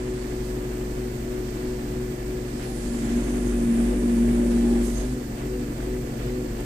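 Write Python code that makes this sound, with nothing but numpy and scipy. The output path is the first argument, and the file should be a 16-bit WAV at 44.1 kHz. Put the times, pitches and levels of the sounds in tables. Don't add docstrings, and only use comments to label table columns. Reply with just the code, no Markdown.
import sys
import numpy as np
from scipy import signal
from scipy.fft import irfft, next_fast_len
from scipy.io import wavfile
from scipy.ndimage import uniform_filter1d

SR = 44100
rng = np.random.default_rng(int(sys.argv[2]) if len(sys.argv) > 2 else 0)


def store_pcm(level_fs):
    pcm = np.round(np.clip(level_fs, -1, 1) * 32767).astype(np.int16)
    wavfile.write(sys.argv[1], SR, np.atleast_2d(pcm).T)


N = 293260

# (time [s], speed [turns/s])
SPEED = [(0, 24.5), (0.08, 24.78), (0.22, 24.55), (0.6, 24.52), (0.9, 24.42), (1.6, 24.48), (2.35, 24.45),
         (2.7, 24.2), (3.08, 23.5), (3.38, 24.4), (3.76, 23.2), (3.96, 24.25), (4.17, 23.45), (4.4, 23.8),
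         (4.6, 23.58), (4.95, 23.8), (5.07, 24.7), (5.3, 24.22), (6.65, 24.35)]
# (start [s], length [s], period [s], swing [turns/s])
HUNTS = [(0.95, 1.8, .328, .24), (5.005, 1.64, .412, .66)]
HUNT_DECAY_S = 4.04
# (time [s], share [0-1])
LOAD = [(2.5, 0.35), (2.76, 0.43), (2.88, 0.67), (3.05, 0.77), (3.5, 0.89), (4.2, 0.96), (4.82, 0.97),
        (5.03, 0.34), (5.27, 0.28)]
FUEL_LEAD_S = 0.011
# (time [s], unevenness [relative dB])
UNEVEN = [(0, -0.86), (1.2, -0.5), (2.3, -0.5), (4.3, 0.5), (5.25, -0.1), (5.65, 1.3), (5.95, 1),
          (6.65, 1.2)]

# (multiple of crank speed, level at best [dB], best pitch [Hz], half width [Hz], flutter [share])
THROB = [(2, -33.5, 50.97, 1.17, 0.36), (2, -26, 47.9, 2, 0.087)]
BOOM = [(10, -34.5, 252.3, 2.86, 0.4), (10, -19.5, 234.5, 4, 0.069)]
HUM = [(15, -30.3, 373, 4.0, 0.09), (15, -28, 358, 8, 0.07)]
OVERTONE = [(20, -46, 495, 8.6, 0.25), (20, -46.5, 482, 12, 0.13)]
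FLUTTER_HZ = 9.9
THROB_LAG_S = 0.11
THROB_SURGE_DB = 0.2
HUM_UNEVEN, OVERTONE_UNEVEN, BOOM_UNEVEN = -0.83, 3.3, 2.06
# (middle [s], spread [s], added level [dB])
BOOM_FLARE = (5.125, 0.06, 8)
HUM_DUCK_DB = 5
# (multiple of crank speed, level running free [dB], level under load [dB])
ORDERS = [(1, -46, -43), (3, -54, -54), (5, -37, -43), (7, -56, -52), (8, -55.5, -37.5), (9, -45, -39),
          (10.5, -62, -42), (12, -44, -43), (12.5, -60, -42), (13, -50, -52), (13.5, -65, -46),
          (14, -55, -47), (16, -68, -47), (17, -55, -54), (18, -55, -48), (23, -66, -49.5), (25, -62, -52),
          (30, -66, -64)]
PORT_LAG_S = 0.00014
SHARED_BASS_HZ = 120

# (pitch [Hz], width [Hz], level running free [dB], level under load [dB])
BODY = [(29, 20, -47.5, -46.5), (52, 30, -44, -43), (98, 24, -54, -54), (133, 18, -42.3, -41.7),
        (178, 70, -51, -44.7), (243, 40, -50, -40), (292, 16, -47.5, -38.5), (330, 36, -47.5, -42),
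        (374, 26, -54, -40), (420, 34, -51, -45), (492, 50, -51.8, -49.3), (552, 60, -55.3, -54.5)]
# (frequency [Hz], spectrum [relative dB per Hz])
GROWL = [(520, -10.5), (620, 1.5), (740, -5), (840, -18), (1000, -17), (1400, -53), (3000, -100)]
GROWL_FREE_DB, GROWL_LOADED_DB = -56, -50
# (frequency [Hz], spectrum [relative dB per Hz])
CLATTER = [(410, -17.5), (700, -0.5), (1170, -6), (1450, -7), (1770, -5.5), (3800, -15.5), (4940, -55),
           (8360, -120)]
CLATTER_FREE_DB, CLATTER_LOADED_DB = -49.5, -45
GROWL_SURGE_DB, CLATTER_SURGE_DB, UNEVEN_SURGE_DB = 0.51, 0.1567, 0.01
# (middle [s], spread [s], pitch [Hz], width [Hz], peak level [dB])
SWELLS = [(1.34, .08, 246, 8, -34), (2.63, .025, 1800, 2600, -48), (2.69, .05, 760, 24, -49),
          (3.15, .1, 1800, 2600, -50), (3.19, .04, 240, 12, -29), (3.9, .1, 850, 130, -54),
          (3.92, .04, 490, 40, -43), (4.31, .04, 133, 16, -33), (4.45, .06, 550, 140, -42),
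          (4.73, .05, 800, 90, -47), (6.02, .06, 134, 16, -34), (5.57, .05, 248, 10, -35),
          (6.14, .035, 234, 14, -34), (6.24, .035, 128, 16, -32), (6.25, .035, 48, 12, -32),
          (6.25, .07, 1800, 2600, -51), (6.43, .045, 492, 20, -41)]

# (frequency [Hz], spectrum [relative dB per Hz])
OIL = [(3000, -9), (5800, 2), (6500, 2), (7500, 8), (9100, 7.5), (9900, 4.5), (11000, 3), (12700, -1),
       (14200, -7)]
OIL_OPEN_DB = -50.5
VALVE_OPEN_S, OPEN_TRAVEL_S = 2.33, 0.52
VALVE_SHUT_S, SPOOL_TRAVEL_S = 5.05, 0.18
# (start [s], attack [s], decay [s], level [dB])
SPURTS = [(0.4, 0.064, 0.095, -54), (4.815, 0.035, 0.06, -46.5), (5.79, .04, 0.063, -56)]
# (start [s], length [s], level [dB])
THROTTLING = [(0.13, .37, -56.5), (1.418, .48, -58), (2.454, .68, -55), (4.47, 0.63, -55.5),
              (4.93, 0.073, -59.5)]
THROTTLE_HZ, THROTTLE_WIDTH_HZ, THROTTLE_EDGE_S = 4500, 4700, 0.03
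# (start [s], length [s], middle of glide [s], start [Hz], end [Hz], width [Hz], level setting [relative dB])
WHISTLES = [(2.58, .28, 2.7, 10900, 10300, 1500, -59), (2.62, .6, 2.76, 9900, 7300, 1500, -53.5),
            (2.8, .85, 2.78, 7300, 6550, 550, -57), (2.7, 2.15, 4.4, 9280, 9150, 300, -59),
            (3.2, 1.62, 3.9, 8800, 8650, 700, -58), (3.4, .65, 3.8, 10900, 10300, 1400, -61),
            (4.72, .26, 4.75, 8500, 7650, 600, -54), (4.85, .08, 4.8, 6900, 6500, 700, -51),
            (4.94, .11, 4.88, 6650, 6400, 380, -49)]
WHISTLE_GLIDE_S, WHISTLE_RAGGED_DB, WHISTLE_RAGGED_HZ = .09, -1.5, 16
BYPASS_SHUT_DB, BYPASS_OPEN_DB, BYPASS_START_S = -58.5, -65, .15
# (pitch [Hz], level running free [dB], level under load [dB])
WHINES = [(1590, -74, -67), (1733, -66, -63), (4080, -70, -73), (4230, -73, -74), (13611, -72, -86),
          (13749, -63, -90)]
# (time [s], peak [dB])
TICKS = [(6.6075, -31)]
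# (frequency [Hz], spectrum [relative dB per Hz])
AIR = [(2000, -3.5), (3500, -14), (4300, -0.5), (5500, -2), (7200, -1), (7800, 2), (8400, -1), (9200, -3),
       (10000, -7.5), (11000, -11), (14000, -16)]

# (frequency [Hz], left minus right [dB])
BALANCE_DB = [(150, 0), (290, .8), (370, 3.2), (430, 3.3), (520, 6.3), (660, 8), (950, -1.3), (1800, -3.4),
              (3100, -1.3), (4200, -9), (5600, -16), (7800, -14.3), (9800, -5.8), (12000, -9)]
# (frequency [Hz], left-right likeness [-1 to 1])
LIKENESS = [(45, 1), (130, .992), (250, .97), (400, .86), (560, .2), (900, -.3), (2000, 0), (9000, 0),
            (13500, -.25)]
CUTOFF_HZ = 14200


def crank_speed():
    speed = in_time(SPEED)
    for start, length, period, swing in HUNTS:
        age = length * progress(start, length)
        speed = speed + swing * np.exp(-age / HUNT_DECAY_S) * np.sin(2 * np.pi * age / period)
    return speed


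def drone(crank, speed, load, surge):
    weak = sum(engine_tone(crank, order, blend(load, free_db, loaded_db), flutter=0.11, flutter_hz=4.9)
               for order, free_db, loaded_db in ORDERS)
    late_load = in_time([(s + THROB_LAG_S, share) for s, share in LOAD])
    heavy_load = np.clip(load, 0, 1) ** 3
    flare_s, flare_spread, flare_db = BOOM_FLARE
    uneven_db, flare = in_time(UNEVEN), bell(flare_s, flare_spread)

    throb = strong_tone(crank, speed, late_load, THROB) * from_db(THROB_SURGE_DB * surge)
    boom = strong_tone(crank, speed, load, BOOM) * from_db(BOOM_UNEVEN * uneven_db + flare_db * flare)
    hum = strong_tone(crank, speed, heavy_load, HUM) * from_db(HUM_UNEVEN * uneven_db - HUM_DUCK_DB * flare)
    overtone = strong_tone(crank, speed, load, OVERTONE) * from_db(OVERTONE_UNEVEN * uneven_db)
    return weak + throb + boom + hum + overtone


def strong_tone(crank, speed, load, tone):
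    (order, *free, free_flutter), (_, *loaded, loaded_flutter) = tone
    hz = order * speed
    level_db = blend(load, answer_db(hz, *free), answer_db(hz, *loaded))
    return engine_tone(crank, order, level_db, blend(load, free_flutter, loaded_flutter), FLUTTER_HZ)


def answer_db(hz, top_db, best_hz, half_width_hz):
    return top_db - 10 * np.log10(1 + ((hz - best_hz) / half_width_hz) ** 2)


def engine_tone(crank, order, level_db, flutter, flutter_hz):
    hz = order * np.mean(np.array(SPEED)[:, 1])
    tremble = 1 + flutter * (drift(flutter_hz) + 1j * drift(flutter_hz))
    path_phase = rng.uniform(0, 2 * np.pi)
    tone = np.sqrt(2) * from_db(level_db) * tremble * np.exp(1j * (order * crank + path_phase))
    lag_s = PORT_LAG_S * min(hz / SHARED_BASS_HZ, 1) ** 2 * np.array([[1], [0]])
    return np.real(tone * np.exp(-2j * np.pi * hz * lag_s) * ports(hz))


def rumble(load, surge):
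    rings = sum(from_db(blend(load, free_db, loaded_db)) * resonant(hz, width)
                for hz, width, free_db, loaded_db in BODY)
    return from_db(in_time(UNEVEN) + UNEVEN_SURGE_DB * surge) * rings


def growl(load, surge):
    level_db = blend(load, GROWL_FREE_DB, GROWL_LOADED_DB) + GROWL_SURGE_DB * surge
    return from_db(level_db + in_time(UNEVEN) / 2) * hiss(GROWL)


def clatter(load, surge):
    level_db = blend(load, CLATTER_FREE_DB, CLATTER_LOADED_DB) + CLATTER_SURGE_DB * surge
    return from_db(level_db) * hiss(CLATTER)


def pulsing(crank):
    return 1 + .06 * np.cos(crank / 2) + .07 * np.cos(2 * crank) + .14 * np.cos(5 * crank)


def swells():
    return sum(from_db(level_db) * bell(s, spread) * resonant(hz, width)
               for s, spread, hz, width, level_db in SWELLS)


def hydraulics():
    opening = progress(VALVE_OPEN_S, OPEN_TRAVEL_S) - progress(VALVE_SHUT_S, SPOOL_TRAVEL_S)
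    spurts = sum(from_db(level_db) * spurt(*timing) for *timing, level_db in SPURTS)
    flow = from_db(OIL_OPEN_DB) * opening + spurts
    throttled = sum(from_db(level_db)
                    * (progress(s, THROTTLE_EDGE_S) - progress(s + length, THROTTLE_EDGE_S))
                    for s, length, level_db in THROTTLING)
    rasp = throttled * resonant(THROTTLE_HZ, THROTTLE_WIDTH_HZ)
    bypassed = progress(BYPASS_START_S, SPOOL_TRAVEL_S) * (1 - opening)
    singing = from_db(blend(bypassed, BYPASS_OPEN_DB, BYPASS_SHUT_DB)) * resonant(13730, 800)
    return flow * hiss(OIL) + rasp + whistles() + singing


def spurt(start_s, attack_s, decay_s):
    since_top = np.maximum(np.arange(N) / SR - start_s - attack_s, 0)
    return progress(start_s, attack_s) * np.exp(-since_top / decay_s)


def whistles():
    out = 0
    for start, length, glide_s, start_hz, end_hz, width_hz, level_db in WHISTLES:
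        lowpass = signal.butter(4, width_hz / 2, fs=SR, output="sos")
        band = rms_one(signal.sosfilt(lowpass, rng.standard_normal((2, N))))
        glide = .5 + .5 * np.tanh((np.arange(N) / SR - glide_s) / WHISTLE_GLIDE_S)
        hz = blend(glide, start_hz, end_hz)
        carrier = np.cos(2 * np.pi * np.cumsum(hz) / SR)
        ragged_db = WHISTLE_RAGGED_DB * drift(WHISTLE_RAGGED_HZ)
        envelope = np.sqrt(np.abs(np.sin(np.pi * progress(start, length))))
        out = out + 2 * from_db(level_db + ragged_db) * envelope * band * carrier * ports(hz)
    return out


def whines(load, waver_hz):
    t = np.arange(N) / SR
    out = 0
    for hz, free_db, loaded_db in WHINES:
        wander = drift(waver_hz) + 1j * drift(waver_hz)
        tone = np.real(wander * np.exp(2j * np.pi * hz * t))
        out = out + from_db(blend(load, free_db, loaded_db)) * ports(hz) * tone
    return out


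def ticks(low_hz, high_hz):
    clicks = np.zeros(N)
    for s, peak_db in TICKS:
        clicks[int(s * SR)] = from_db(peak_db)
    band = signal.butter(2, [low_hz, min(high_hz, .45 * SR)], "band", fs=SR, output="sos")
    passed_share = 2 * (high_hz - low_hz) / SR
    return signal.sosfilt(band, clicks + 1e-18) / passed_share * ports(high_hz)


def cooling_air():
    return from_db(-51.0) * hiss(AIR)


def platform(x, count):
    strength = .075
    out = x.copy()
    for channel in range(2):
        for lag in (rng.uniform(.003, .025, count) * SR).astype(int):
            out[channel, lag:] += strength * x[channel, :-lag]
    return out / np.sqrt(1 + count * strength ** 2)


def hiss(spectrum):
    return noise(lambda hz: from_db(at_hz(spectrum, hz)) * np.minimum(hz / spectrum[0][0], 1) ** 2)


def resonant(centre_hz, width_hz):
    def colour(hz):
        damping = (hz * width_hz) ** 2
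        return damping / (damping + (hz ** 2 - centre_hz ** 2) ** 2)
    return noise(colour)


def noise(colour):
    size = next_fast_len(N, True)
    hz = np.fft.rfftfreq(size, 1 / SR)
    mid, side = rng.standard_normal((2, len(hz))) + 1j * rng.standard_normal((2, len(hz)))
    alike = np.clip(at_hz(LIKENESS, hz), -1, 1)
    pair = np.sqrt(1 + alike) * mid + np.sqrt(1 - alike) * side * [[1], [-1]]
    out = irfft(pair * ports(hz) * colour(hz), size)[:, :N]
    return out / np.std(out.mean(axis=0))


def ports(hz):
    pair = from_db(at_hz(BALANCE_DB, hz) * np.array([[.5], [-.5]]))
    return pair / np.sqrt(np.mean(pair ** 2, axis=0))


def drift(rate):
    r = np.exp(-80 * np.pi * rate / SR)
    slow = signal.lfilter([1], [1, -2 * r, r * r], rng.standard_normal(N // 40 + 2002))[2000:]
    return np.interp(np.arange(N) / 40, np.arange(len(slow)), rms_one(slow))


def bell(s, spread_s):
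    return np.exp(-.5 * ((np.arange(N) / SR - s) / spread_s) ** 2)


def progress(start_s, length_s):
    return np.clip((np.arange(N) / SR - start_s) / length_s, 0, 1)


def blend(share, start, end):
    return start + share * (end - start)


def in_time(rows):
    return np.interp(np.arange(N) / SR, *np.transpose(rows))


def at_hz(points, hz):
    freqs, values = np.transpose(points)
    return np.interp(np.log(hz + 1e-3), np.log(freqs), values)


def from_db(db):
    return 10 ** (np.asarray(db) / 20)


def rms_one(x):
    return x / np.sqrt(np.mean(x ** 2) + 1e-20)


def scene():
    speed, load = crank_speed(), in_time(LOAD)
    crank = 2 * np.pi * np.cumsum(speed) / SR
    surge = uniform_filter1d(np.gradient(speed) * SR, size=SR // 20)
    surge = np.interp(np.arange(N) + FUEL_LEAD_S * SR, np.arange(N), surge)

    lope = 1 + 0.15 * np.cos(crank / 2)
    engine = drone(crank, speed, load, surge) + lope * rumble(load, surge)
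    exhaust = pulsing(crank) * growl(load, surge)
    gears = clatter(load, surge) * pulsing(crank) * from_db(0.92 * drift(35))
    flow = (cooling_air() + hydraulics()) * from_db(0.41 * drift(24))
    echoed = platform(gears + flow, count=20)
    small_sounds = whines(load, waver_hz=15) + ticks(low_hz=7240, high_hz=10900)
    return engine + exhaust + swells() + echoed + small_sounds


def record(dry):
    thin = signal.sosfilt(signal.butter(1, 14, "high", fs=SR, output="sos"), dry)
    return signal.sosfilt(signal.ellip(12, .1, 80, CUTOFF_HZ, fs=SR, output="sos"), thin)


dry = scene()
out = record(dry)
store_pcm(out)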